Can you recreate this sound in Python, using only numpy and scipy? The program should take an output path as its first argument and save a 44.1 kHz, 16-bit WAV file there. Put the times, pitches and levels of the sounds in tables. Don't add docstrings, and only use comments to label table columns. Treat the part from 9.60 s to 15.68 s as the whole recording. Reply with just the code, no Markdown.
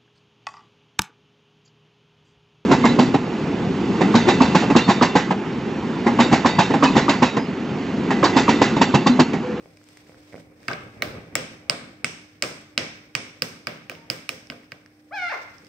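import sys
import numpy as np
from scipy import signal
from scipy.fft import rfft, irfft, next_fast_len
from scipy.io import wavfile

SR = 44100
rng = np.random.default_rng(int(sys.argv[2]) if len(sys.argv) > 2 else 0)


def generate_wav(signal):
    frames = np.transpose(np.atleast_2d(signal))
    scaled = np.clip(frames, -1, 1) * 32767
    pcm = np.round(scaled).astype(np.int16)
    wavfile.write(sys.argv[1], SR, pcm)


N = 268172
GRID = 8192

# start in seconds, peak in dB, table thump in dB,
# hardness of the contact in dB, spot on the glass from centre (-1) to rim (1).
RAP_BLOWS = [(1.4216, -8, 3, -11.5, -1.62), (1.7533, -4, 1.3, -3.5, 0.39), (2.0967, -5.5, 3, 5.5, -0.86),
             (2.4445, -5.5, -3.5, -3, 0.61), (2.8229, -5.5, -1, 7.5, -0.32),
             (2.8374, -15.5, 10.5, -13, -0.85), (3.1773, -2.5, -3, 2.5, -0.15), (3.551, -6, -3, 0.5, 0.045),
             (3.8207, -11, 5, 13.5, -0.33), (4.0697, -10, 4.5, -1, -0.052), (4.2963, -14.5, 0, -5, 0.73),
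             (4.3155, -37, 22.5, 10, 0.062), (4.352, -40, 10, 3.5, 0.66), (4.5, -12, 3.5, 11, 0.74),
             (4.6909, -12, 1.5, 2, 0.22), (4.9, -20, 9.5, 1.5, 0.3), (4.9203, -39.5, 21.5, 3, 0.31),
             (5.1192, -24.5, 4, -7, -0.41)]
# pitch in Hz, level in dB, t60 in seconds, left-right in dB.
TABLE_MODES = [(122.8, -19.5, 0.093, 1), (166.6, -25, 0.37, 0), (223.7, -30.5, 0.12, -1.5),
               (252.5, -20, 0.082, 3), (410, -23, 0.055, -0.5), (474, -16.5, 0.034, 0.5),
               (525.6, -16, 0.057, 3), (590.3, -22.5, 0.13, 1), (673, -19, 0.051, 1),
               (779, -23.5, 0.053, -4.5), (1050, -17.5, 0.016, 3)]
# time in seconds, left-right in dB, edge facing the ports in dB,
# rim facing the ports in dB.
DEVICE_AIM = [(0, 1, -1, 5), (1.1, -6, -5.5, 2.5), (1.42, -4.5, 10, 4.5), (1.75, -3, 4, 11),
              (2.1, -3.5, -5, 10), (2.8, -4.5, -1, 12), (3.2, -2, -8.5, 0.5), (3.55, -6.5, -7, 4.5),
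              (3.85, -4, 1, 7), (4.3, -6, 1.5, -16), (4.55, -6.5, 5, 12), (4.9, -5, 3, 0),
              (6.08, -7.5, 2, -3)]


def from_db(db):
    return np.exp(np.asarray(db) * (np.log(10) / 20))


def rms_one(x):
    return x / np.sqrt(np.mean(x ** 2) + 1e-20)


def in_time(rows):
    s, *columns = np.transpose(rows)
    return [np.interp(np.arange(N) / SR, s, c) for c in columns]


def at_hz(points, hz):
    table_hz, values = np.array(points)[:, 0], np.array(points)[:, 1]
    return np.interp(np.log(np.maximum(hz, 1)), np.log(table_hz), values)


def governed_db(rows, ranges_hz, s, hz):
    times, *columns = np.transpose(rows)
    return sum((low <= hz < high) * np.interp(s, times, c) for (low, high), c in zip(ranges_hz, columns))


def drift(rate):
    r = np.exp(-80 * np.pi * rate / SR)
    slow = signal.lfilter([1], [1, -2 * r, r * r], rng.standard_normal(N // 40 + 2002))[2000:]
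    return np.interp(np.arange(N) / 40, np.arange(len(slow)), rms_one(slow))


def ring(clicks, hz, t60):
    r = from_db(-60 / (t60 * SR))
    w = 2 * np.pi * hz / SR
    return signal.lfilter([0, np.sin(w)], [1, -2 * r * np.cos(w), r * r], clicks + 1e-18)


def causal(gain):
    cepstrum = irfft(np.log(gain), GRID)
    cepstrum[..., 1:GRID // 2] *= 2
    cepstrum[..., GRID // 2 + 1:] = 0
    return irfft(np.exp(rfft(cepstrum)), GRID)


def diffuse(size):
    # frequency in Hz, left-right likeness of diffuse sound from -1 to 1.
    likeness = [(25, .85), (60, 0.98), (290, 0.91), (640, 0.43), (1400, -0.13), (15000, -0.059)]
    hz = np.fft.rfftfreq(size, 1 / SR)
    mid, side = rfft(rng.standard_normal((2, size)))
    alike = np.clip(at_hz(likeness, hz), -1, 1)
    return hz, np.sqrt(1 + alike) * mid + np.sqrt(1 - alike) * side * [[1], [-1]]


def wash(spectrum):
    size = next_fast_len(N, real=True)
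    hz, pair = diffuse(size)
    return rms_one(irfft(pair * from_db(at_hz(spectrum, hz)), size)[:, :N])


def strikes(rows, scatter_db, back_db, room_db):
    # pitch in Hz, level in dB, t60 in seconds, left-right in dB.
    back_modes = [(1228, -6.5, 0.025, 3), (1572, -9, 0.037, 10.5)]
    frame_modes = [(1900, -5, 0.013, -1), (2250, -5, 0.022, 1), (2388, 4, 0.0064, -5.5),
                   (2896, 8.5, 0.0046, -4)]
    middle_modes = [(4040, -6.5, 0.0056, 4.1)]
    glass_modes = [(4880, -3.5, 0.0069, -10.5), (5550, -12.5, 0.008, 0.5), (6300, -8, 0.0032, 2.5)]
    rim_modes = [(7440, -12.5, 0.006, 5), (8280, -11, 0.0061, -1.5)]
    edge_modes = [(9800, -3, 0.00088, 12), (11000, -9, 0.0039, -18), (12240, -5, 0.0044, -4.5),
                  (16000, 3, 0.005, -6.5)]
    flank_modes = [(2663, -10, 0.01, 0), (3350, -10, 0.0032, 4)]

    # time in seconds, low frame, mid frame, high frame and middle in dB.
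    beam = [(1.08, 5.5, 0, -1, 0), (1.42, 2, 1.5, 5.5, -4.5), (1.75, -1.5, -5.5, 2.5, 0),
            (2.1, -3.5, -1, -0.5, -5.5), (2.44, -2, -5, 2.5, 0), (2.82, 2.5, 1.5, 2, 3),
            (3.18, 0, 0.5, 2.5, 2.5), (3.55, 0.5, 1, 2.5, -2), (3.82, -6.5, -7, -3, 5),
            (4.07, -1.5, -1, 4.5, -6), (4.3, 2, 5, 5.5, 4), (4.5, -3, 1.5, 1, 7), (4.69, -3, 9.5, -2, 8.5),
            (4.9, -1.5, 3.5, 3, -4), (5.12, 1, 3, 1.5, -8.5)]
    # time in seconds, upper table knock, back, frame, upper glass in dB.
    spill = [(1.08, 6, 3, -0.5, -3), (1.42, 4.5, 4.5, -3, -1.5), (1.75, 0.8, 2.5, -3, 4),
             (2.1, 4, 3.5, -2.5, -14), (2.44, -13, 1.5, -3.5, 3.5), (2.82, 3, 3.5, -2.1, 3.5),
             (3.18, 3.5, 1, -1, 4), (3.55, -6.5, 1.5, -1, 4.5), (3.82, -13.5, 3.5, -1.5, 6),
             (4.07, 1, 4, -2.5, -3), (4.3, 0, 2.5, -5.5, 2.5), (4.5, 0, 4, -1, 5),
             (4.69, -1, -2.5, -3.5, 6), (4.9, -2.5, -1.5, -1.5, -3), (5.12, 0, 3, -2, -2)]
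    # time in seconds, glass ring, upper glass, edge, top edge in dB.
    sheen = [(1.08, 2.5, 1, -1.5, -1), (1.42, -5, 6, 3.5, 12), (1.75, -5, 1.5, 4.5, 3), (2.1, 1, 0, 3, 4),
             (2.44, -2.5, 1, 3, 10), (2.82, -2.5, 1.5, -0.5, -4), (3.18, 0, 3.5, 2, -3),
             (3.55, 3, 0.5, 0.5, 6), (3.82, -0.8, 5, 0, 2), (4.07, 1.3, 2, 0, -2), (4.3, -3, -2, 2, 10),
             (4.5, -0.5, -7, -2.5, -4), (4.69, 0, 1.5, 2, 3), (4.9, 2, 1, 2.5, -3), (5.12, -1, 0, 0.5, 1.5)]
    # time in seconds, table boom, table body, lower flank, upper flank in dB.
    seat = [(1.08, 1.8, -1, 12, 6), (1.42, -12, -0.5, 14, 8), (1.75, -3, 1, 5, 12),
            (2.1, -3.5, -1.8, -1.8, .1), (2.44, -0.7, -1.8, 4, 4), (2.82, -6, 0, .1, -0.5),
            (3.18, -8.5, 0, -4, 6), (3.55, 2.2, 0.7, 2, 2), (3.82, -1.5, 2.5, 6.5, 4),
            (4.07, -2.2, 0, 6, 4), (4.3, -4.3, -2, -0.8, -3), (4.5, -3, 0.5, .1, -14),
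            (4.69, -5.5, 0, -8, -14), (4.9, -6.5, -1.5, 4, -6), (5.12, 0.5, .1, -1.3, 2)]
    # time in seconds, back, second frame mode, low edge, high edge in dB.
    facing = [(1.08, -2, -1, 2.5, 4), (1.42, -1, 5, -3, 6), (1.75, -0.5, .1, 2.5, -2), (2.1, 0.8, 2, 3, -3),
              (2.44, .1, -3, .1, -4), (2.82, -2.5, -9, 5.5, -10), (3.18, -0.5, -3, -4, -1.5),
              (3.55, 0.7, -3.5, -2, .1), (3.82, 1.5, -2, -4.5, .1), (4.07, 2.5, 7, 3, 9),
              (4.3, -1, -5, -4, .1), (4.5, -2.5, 0.5, 2.5, -0.5), (4.69, -1.8, 4, 2.5, .1),
              (4.9, .1, 5, -3, -6), (5.12, 2.5, .1, -1, 1)]
    # time in seconds, rim, edge, top edge in dB.
    halo = [(1.08, .1, 4, 9), (1.42, -3, 0.5, 4), (1.75, -0.2, -3, -3), (2.1, -0.3, -3, -3),
            (2.44, 0.7, -3, -3), (2.82, -0.3, 0, 2), (3.18, 0.5, -2, -2), (3.55, 3.5, -3, -3),
            (3.82, -1, 4.5, 0), (4.07, 0.5, -0.5, .1), (4.3, .1, 2, .1), (4.5, 0.5, 0.3, -0.5),
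            (4.69, -3, 2, 0), (4.9, .1, 1, .1), (5.12, -0.3, .1, .1)]
    beam_hz = [(1700, 2300), (2300, 2600), (2750, 3200), (3600, 4400)]
    spill_hz = [(550, 1100), (1100, 1700), (1700, 3200), (5300, 7000)]
    sheen_hz = [(4400, 5300), (5300, 7000), (9000, 13500), (13500, 17000)]
    seat_hz = [(60, 200), (200, 550), (2600, 2750), (3200, 3600)]
    facing_hz = [(1100, 1700), (2100, 2300), (9000, 10500), (11700, 13500)]
    halo_hz = [(7000, 9000), (9000, 13500), (13500, 17000)]

    s, peak_db, thump_db, hard_db, spot = np.transpose(rows)
    near, round_about = np.zeros((2, N + GRID)), np.zeros(N + GRID)
    beamed, power = 0, 1e-14
    chance = rng.standard_normal((len(s), 2, 32))
    aim_s, *aim_columns = np.transpose(DEVICE_AIM)
    aim_db, edge_db, rim_db = (np.interp(s, aim_s, c) for c in aim_columns)
    aim_db = aim_db + 2.5

    # modes, strength in dB, delay in seconds, blur of its decay in the room
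    bodies = [
        (back_modes, back_db + 0.67 * thump_db - 0.83 * spot, .0003, .4),
        (frame_modes, 0 * s, .0003, .35),
        (middle_modes, 1.5 + 0.4 * hard_db - 8.5 * spot, .0007, .4),
        (glass_modes[:1], hard_db, .0007, .4),
        (glass_modes[1:], 3 + .2 * hard_db + 0.24 * rim_db, .0007, .85),
        (rim_modes, rim_db + 0.29 * hard_db, .0004, .3),
        (edge_modes, edge_db + 0.57 * hard_db, .0004, .2),
        (TABLE_MODES, thump_db, .0003, .8),
        (flank_modes, 0 * s, .0004, .4)]
    modes = [(mode, *rest) for body, *rest in bodies for mode in body]

    for k, ((hz, db, t60, side_db), extra_db, late_s, blur) in enumerate(modes):
        lean_db = (1700 < hz < 3200) * 3 * spot * 3 * np.log2(hz / 2300)
        level_db = peak_db - 10.5 + db + extra_db + governed_db(seat, seat_hz, s, hz) + lean_db
        spill_db = governed_db(spill, spill_hz, s, hz) + governed_db(halo, halo_hz, s, hz)

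        beam_db = governed_db(beam, beam_hz, s, hz) + governed_db(sheen, sheen_hz, s, hz)
        beam_db = beam_db + governed_db(facing, facing_hz, s, hz) + (hz < 1100) * spill_db
        sides = from_db(np.outer([.5, -.5], aim_db + side_db))
        aimed = (-1) ** (k + 1) * sides * from_db(level_db + scatter_db * chance[:, 0, k] + beam_db)
        click = signal.unit_impulse(GRID, round(late_s * SR))
        beamed = beamed + aimed.T[..., None] * ring(click, hz, t60)

        smeared = abs(rfft(ring(signal.unit_impulse(GRID), hz, t60 * blur))) ** 2 / blur
        glass_db = (4400 < hz < 7000) * (2.0 - 0.52 * extra_db + 3.1 * (hz > 5300))
        crack_db = level_db + room_db + glass_db + spill_db + 0.39 * chance[:, 1, k]
        power = power + np.outer(from_db(crack_db) ** 2, smeared)

    for at, rings, crack in zip((s * SR).astype(int), beamed, causal(np.sqrt(power))):
        near[:, at:at + GRID] += rings
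        round_about[at:at + GRID] += crack
    return near[:, :N], round_about[:N]


def glance(near):
    # delay in seconds, left in dB, right in dB.
    glances = [
        (.0033, -18, -18.5),
        (.0085, -17, -18.5),
    ]
    out = near.copy()
    for s, left_db, right_db in glances:
        lag = round(s * SR)
        out[:, lag:] += from_db([[left_db], [right_db]]) * near[:, :-lag]
    return out


def squawk():
    # time in seconds, pitch in Hz, effort in dB, beak closing in dB lost per harmonic,
    # chest in dB given to the fundamental.
    cry = [
        (5.507, 509, -27.5, 19, 1),
        (5.529, 787.5, -34.5, 2.5, 2),
        (5.546, 858.3, -30.5, 1, 2.5),
        (5.594, 736, -28, 1.5, -5),
        (5.69, 680.8, -27, 1.6, -4),
        (5.707, 938.6, -32.5, -0.5, -1),
        (5.716, 868, -30, 0, 1.5),
        (5.725, 559.7, -19.5, 6, 3.5),
        (5.756, 309, -46.5, -4.5, .1),
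    ]
    # frequency in Hz, throat gain in dB.
    throat = [(300, -9), (550, -17.5), (750, -1.5), (1400, 0.5), (2200, -1), (2800, -11.5), (3450, -16.5),
              (4200, -13.5), (5600, -21.5), (8000, -49)]
    # frequency in Hz, rasp in dB per Hz.
    rasp = [(300, -43), (900, -48), (2200, -14), (3500, -15), (6000, -10), (7500, -22), (16000, -33)]
    start_s, end_s = cry[0][0], cry[-1][0]
    pitch_hz, effort_db, closing_db, chest_db = in_time(cry)
    t = np.arange(N) / SR
    on = (t > start_s) & (t < end_s)
    count = on.sum()
    closing_db = closing_db[on]

    jitter = .002 * (.4 * drift(60) + drift(300))[on]
    pitch_hz = pitch_hz[on] * (1 + jitter)
    phase = 2 * np.pi * np.cumsum(pitch_hz) / SR
    order = np.arange(1, 15)[:, None]
    press_db = -(order - 1) * np.clip(closing_db, 0, 12)
    harmonic_db = at_hz(throat, order * pitch_hz) + press_db + (order == 1) * chest_db[on]
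    tone = (from_db(harmonic_db) * np.sin(order * phase)).sum(axis=0)

    hz = np.fft.rfftfreq(count, 1 / SR)
    puff = rng.standard_normal(N)[on] * (1 + np.cos(phase))
    hiss = rms_one(irfft(rfft(puff) * from_db(at_hz(rasp, hz)), count))
    rasp_in = np.minimum((t[on] - start_s) / 0.06, 1)
    hiss = 0.05 * rasp_in * from_db(-.7 * closing_db) * hiss

    out = np.zeros(N)
    out[on] = (tone + hiss) * from_db(effort_db[on] - 4.5) * signal.windows.tukey(count, .06)
    return out


def peep():
    # start in seconds, length in seconds, pitch in Hz, level in dB, second harmonic in dB.
    note = (4.362, .11, 915, -56, -10)
    s, length_s, hz, db, second_db = note
    u = (np.arange(N) / SR - s) / length_s
    phase = 2 * np.pi * np.cumsum(hz * (1 + .004 * drift(30))) / SR
    fade = from_db(db - 8.3 * u) * np.clip(np.minimum(u, 1 - u) * 10, 0, 1)
    return fade * (np.sin(phase) + from_db(second_db) * np.sin(2 * phase))


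def touches():
    # start in seconds, peak in dB, pitch in Hz, table thump in dB.
    claws = [(.0585, -45, 2270, 17.5), (.495, -45.5, 2270, 16.5), (.52, -43, 1480, 5),
             (.545, -39, 1510, -3), (.726, -37, 2120, 1), (.733, -35, 1900, 7), (.743, -35.5, 1480, 16.5),
             (.754, -37, 2000, 14.5), (.762, -38, 2340, 9.5), (.78, -40, 1490, 10), (0.921, -50, 1190, 4)]
    # start in seconds, peak in dB, pitch in Hz, dry snap in dB.
    nips = [(.171, -44, 4940, -6), (.173, -42, 2400, -7), (0.215, -45, 1460, -16), (.235, -52, 7000, -6),
            (.241, -44, 7200, -4), (.468, -46, 1900, -9), (0.288, -50.5, 8500, 9.5), (.291, -52, 14800, 4),
            (.372, -36.5, 1960, -3.5), (.375, -43, 14800, 0), (.333, -53, 8500, 2),
            (0.801, -42.5, 1900, -14), (1.004, -50, 5000, -9), (1.031, -40.5, 1730, -4),
            (1.04, -43, 2300, -16), (4.871, -39, 5260, -5.5), (5.034, -42, 1900, -13),
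            (5.044, -51, 5300, -4), (5.261, -36, 1705, -12.5), (5.2615, -44.5, 5180, -14),
            (5.983, -38.5, 5500, -19), (6.048, -44, 4850, -3), (6.068, -45, 4950, -2)]
    claw_snap_db, nip_thump_db = -16, -13
    rows = [(*row, claw_snap_db) for row in claws]
    rows += [(*row[:3], nip_thump_db, row[3]) for row in nips]

    impulse, near = signal.unit_impulse(GRID), np.zeros((2, N + GRID))
    table = sum(abs(rfft(ring(impulse, hz, 0.71 * t60))) ** 2 * from_db(2 * db)
                for hz, db, t60, side_db in TABLE_MODES)
    for s, peak_db, hz, thump_db, snap_db in rows:
        ping = abs(rfft(ring(impulse, hz, 0.00395 + 4.7 / hz))) ** 2
        power = ping + table * from_db(2 * thump_db) + 40.0 * from_db(2 * snap_db)
        pan_db = np.interp(s, *np.transpose(DEVICE_AIM)[:2]) + 1.4
        sides = from_db(peak_db - 2.0 + np.array([[.5], [-.5]]) * pan_db)
        at = int(s * SR)
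        near[:, at:at + GRID] += causal(np.sqrt(power)) * sides
    return near[:, :N]


def reflections():
    # frequency in Hz, t60 in seconds.
    room_t60 = [(60, 0.14), (160, 0.67), (420, 0.34), (1100, 0.62), (2900, 0.62), (7700, 0.52),
                (15000, 0.33)]
    # frequency in Hz, energy of the tail in dB.
    room_gain = [(60, -3.5), (300, 2), (1000, -6), (3000, -7), (8000, -10), (16000, -4)]
    # delay in seconds, level in dB.
    echoes = [(.0085, -7.5), (0.0148, -9), (0.024, -21)]
    size = SR
    hz, pair = diffuse(size)
    t, tail = np.arange(size) / SR, 0
    for c in np.log2(np.geomspace(60, 15360, 17)):
        share = np.clip(1 - 2 * abs(np.log2(hz + 1) - c), 0, 1)
        t60 = at_hz(room_t60, 2 ** c)
        swell = 1 - np.exp(-(t / (0.0056 + 2.0 / 2 ** c)) ** 2.3)
        energy = from_db(at_hz(room_gain, 2 ** c)) / np.sqrt(t60 * SR / np.log(1e6))
        tail = tail + irfft(pair * share, size) * swell * from_db(-60 * t / t60) * energy
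    dulled = np.array([[.5, 0.34, 0.25], [1, 0.32, 0.13]])
    for s, db in echoes:
        at = round(s * SR)
        tail[:, at:at + 3] += from_db(db - 15.0) * dulled
    return tail


def room(dry, count=4):
    spot = np.arange(N) / SR * 2.8
    out = 0
    for k in range(count):
        away = abs((spot - k + count / 2) % count - count / 2)
        heard_here = dry * np.cos(np.pi / 2 * np.minimum(away, 1))
        out = out + signal.fftconvolve(heard_here[None], reflections(), axes=1)[:, :N]
    return out


def body_drag():
    # time in seconds, body on the table in dB.
    shuffle = [(0, -50), (.18, -59.5), (.61, -57), (1.0, -55.5), (1.18, -50), (1.28, -49.5), (1.58, -40.5),
               (1.72, -44.5), (1.95, -49.5), (2.35, -54), (2.7, -58.5), (3.0, -54.5), (3.4, -56),
               (3.7, -56), (4.3, -55), (4.9, -54), (5.3, -61.5), (6.08, -58)]
    # frequency in Hz, scrape in dB per Hz.
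    scrape = [(40, -2.5), (100, 7), (250, 3), (550, -3), (900, -11), (2500, -13), (5000, -67.5)]
    body_db = in_time(shuffle)[0]
    drag = from_db(body_db - 1.5 + 1.9 * drift(34) + 2.9 * drift(3.7)) * wash(scrape)
    rub = from_db(1.6 * drift(20)) * rng.standard_normal(N)
    top = rms_one(sum(from_db(db) * ring(rub, hz, t60) for hz, db, t60, side_db in TABLE_MODES))
    return drag + from_db(body_db - 6.5) * top


def feathers():
    # frequency in Hz, rustle in dB per Hz.
    rustle_colour = [(500, -21), (1500, 6.5), (3000, -3.5), (6000, -5.5), (9000, -24.5), (16000, 1)]
    # start in seconds, level in dB, seconds to the top.
    late_swell = (5.536, -44.5, 0.11)
    # time of the top in seconds, level in dB, seconds to rise 20 dB, seconds
    # to fall 20 dB (negative: goes on swelling slowly).
    preen = [(.06, -60, 6, 0.14), (.32, -54, 0.3, 0.83), (.795, -53.5, 0.28, 0.06), (1.035, -55, 0.06, 1.2),
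             (5.75, -60.5, 0.5, 0.4), (6.02, -59, 0.5, -6)]
    # frequency in Hz, slide in dB per Hz.
    silk = [(1000, 3), (3000, -0.5), (5000, -2.5), (6500, -6), (9000, -8.5), (12500, -4), (16000, -0.5)]
    t = np.arange(N) / SR
    slow = t[::40]
    soft_swells = [(s, db - 53, 0.1) for s, db, *rest in RAP_BLOWS] + [tuple(late_swell)]
    flicks = 0
    for s, db, top_s in soft_swells:
        u = np.maximum(slow - s, 0) / top_s
        flicks = flicks + from_db(db) * u * np.exp(1 - u)
    rustle = (from_db(-67) + np.interp(t, slow, flicks)) * from_db(3.1 * drift(30)) * wash(rustle_colour)
    strokes = 0
    for s, db, rise_s, fall_s in preen:
        strokes = strokes + from_db(db - 20 * np.maximum((s - slow) / rise_s, (slow - s) / fall_s))
    return rustle + np.interp(t, slow, strokes) * from_db(1.5 * drift(40)) * wash(silk)


def appliance_hum():
    # pitch in Hz, level in dB rms.
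    hum = [(102.3, -68), (301.5, -59.5), (780.6, -81)]
    t = np.arange(N) / SR
    return sum(from_db(db + 3 + 1.5 * drift(3)) * np.sin(2 * np.pi * hz * t + .5 * drift(2)) for hz, db in hum)


def room_tone():
    # frequency in Hz, level in dB per Hz.
    air = [(20, -27.5), (50, -21), (100, -10.5), (140, -8.5), (250, 0.5), (500, -18.5), (750, -6),
           (1200, -23.5), (2300, -28.5), (3500, -26), (6500, -25), (16000, -7.5)]
    return from_db(-61 + 0.5) * wash(air)


def scene():
    # start in seconds, peak in dB,
    # table thump in dB, hardness in dB, spot from -1 to 1.
    clatter = [(1.0815, -17, -3, 0, -0.1), (1.0838, -15.5, 5.5, -18, -0.3), (1.091, -35.5, 13.5, -16, -.4),
               (1.1, -27.5, 8.5, -27, -.4), (1.105, -37.5, 19.5, -6, -0.44), (1.1115, -26, 10.5, -5, -0.39),
               (1.114, -25, 9.5, -14, -0.52), (1.122, -28, 7.5, -18, -0.29), (1.1312, -28, -5, -5, -0.5),
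               (1.134, -21.5, -5, -20, -.4)]
    blows = [strikes(RAP_BLOWS, scatter_db=4.0, back_db=-1.37, room_db=-0.96),
             strikes(clatter, scatter_db=6.5, back_db=7.5, room_db=0.1)]
    near, round_about = (sum(part) for part in zip(*blows))
    voice, small = squawk() + peep(), touches()
    far = room(round_about + from_db(-3.0) * small.mean(axis=0) + from_db(6.0) * voice)
    background = body_drag() + feathers() + appliance_hum() + room_tone()
    return glance(near) + small + voice * from_db([[3.5], [2.5]]) + far + background


def port(points):
    # frequency in Hz, gain in dB.
    band_limits = [(15, -14), (45, -4), (80, 0), (15650, 0), (15850, -30), (16900, -33), (17200, -80)]
    hz = np.fft.rfftfreq(GRID, 1 / SR)
    return causal(from_db(at_hz(points, hz) + at_hz(band_limits, hz)))


def band_limit(x):
    return signal.sosfilt(signal.butter(12, 17120, fs=SR, output="sos"), x)


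def record(dry):
    # frequency in Hz, gain in dB.
    left_port = [(30, -2), (500, 1), (1000, 0.5), (2000, 0.5), (3500, 3.5), (4500, -1), (6500, -2),
                 (7800, 4.5), (8900, 5.5), (9400, -8.5), (11500, -9.5), (14000, -14), (16500, -47)]
    right_port = [(30, -3), (500, 3), (1000, -4.5), (1700, 0), (2250, 6.5), (3300, -7), (4500, 2),
                  (5200, 7), (6300, 2), (7400, -9), (8000, -27.5), (8500, -13.5), (14000, -12),
                  (15600, -11)]
    ports = np.array([port(left_port), np.roll(port(right_port), 1)])
    heard = signal.fftconvolve(dry, ports, axes=1)[:, :N]
    return band_limit(heard)


dry = scene()
out = record(dry)
generate_wav(out)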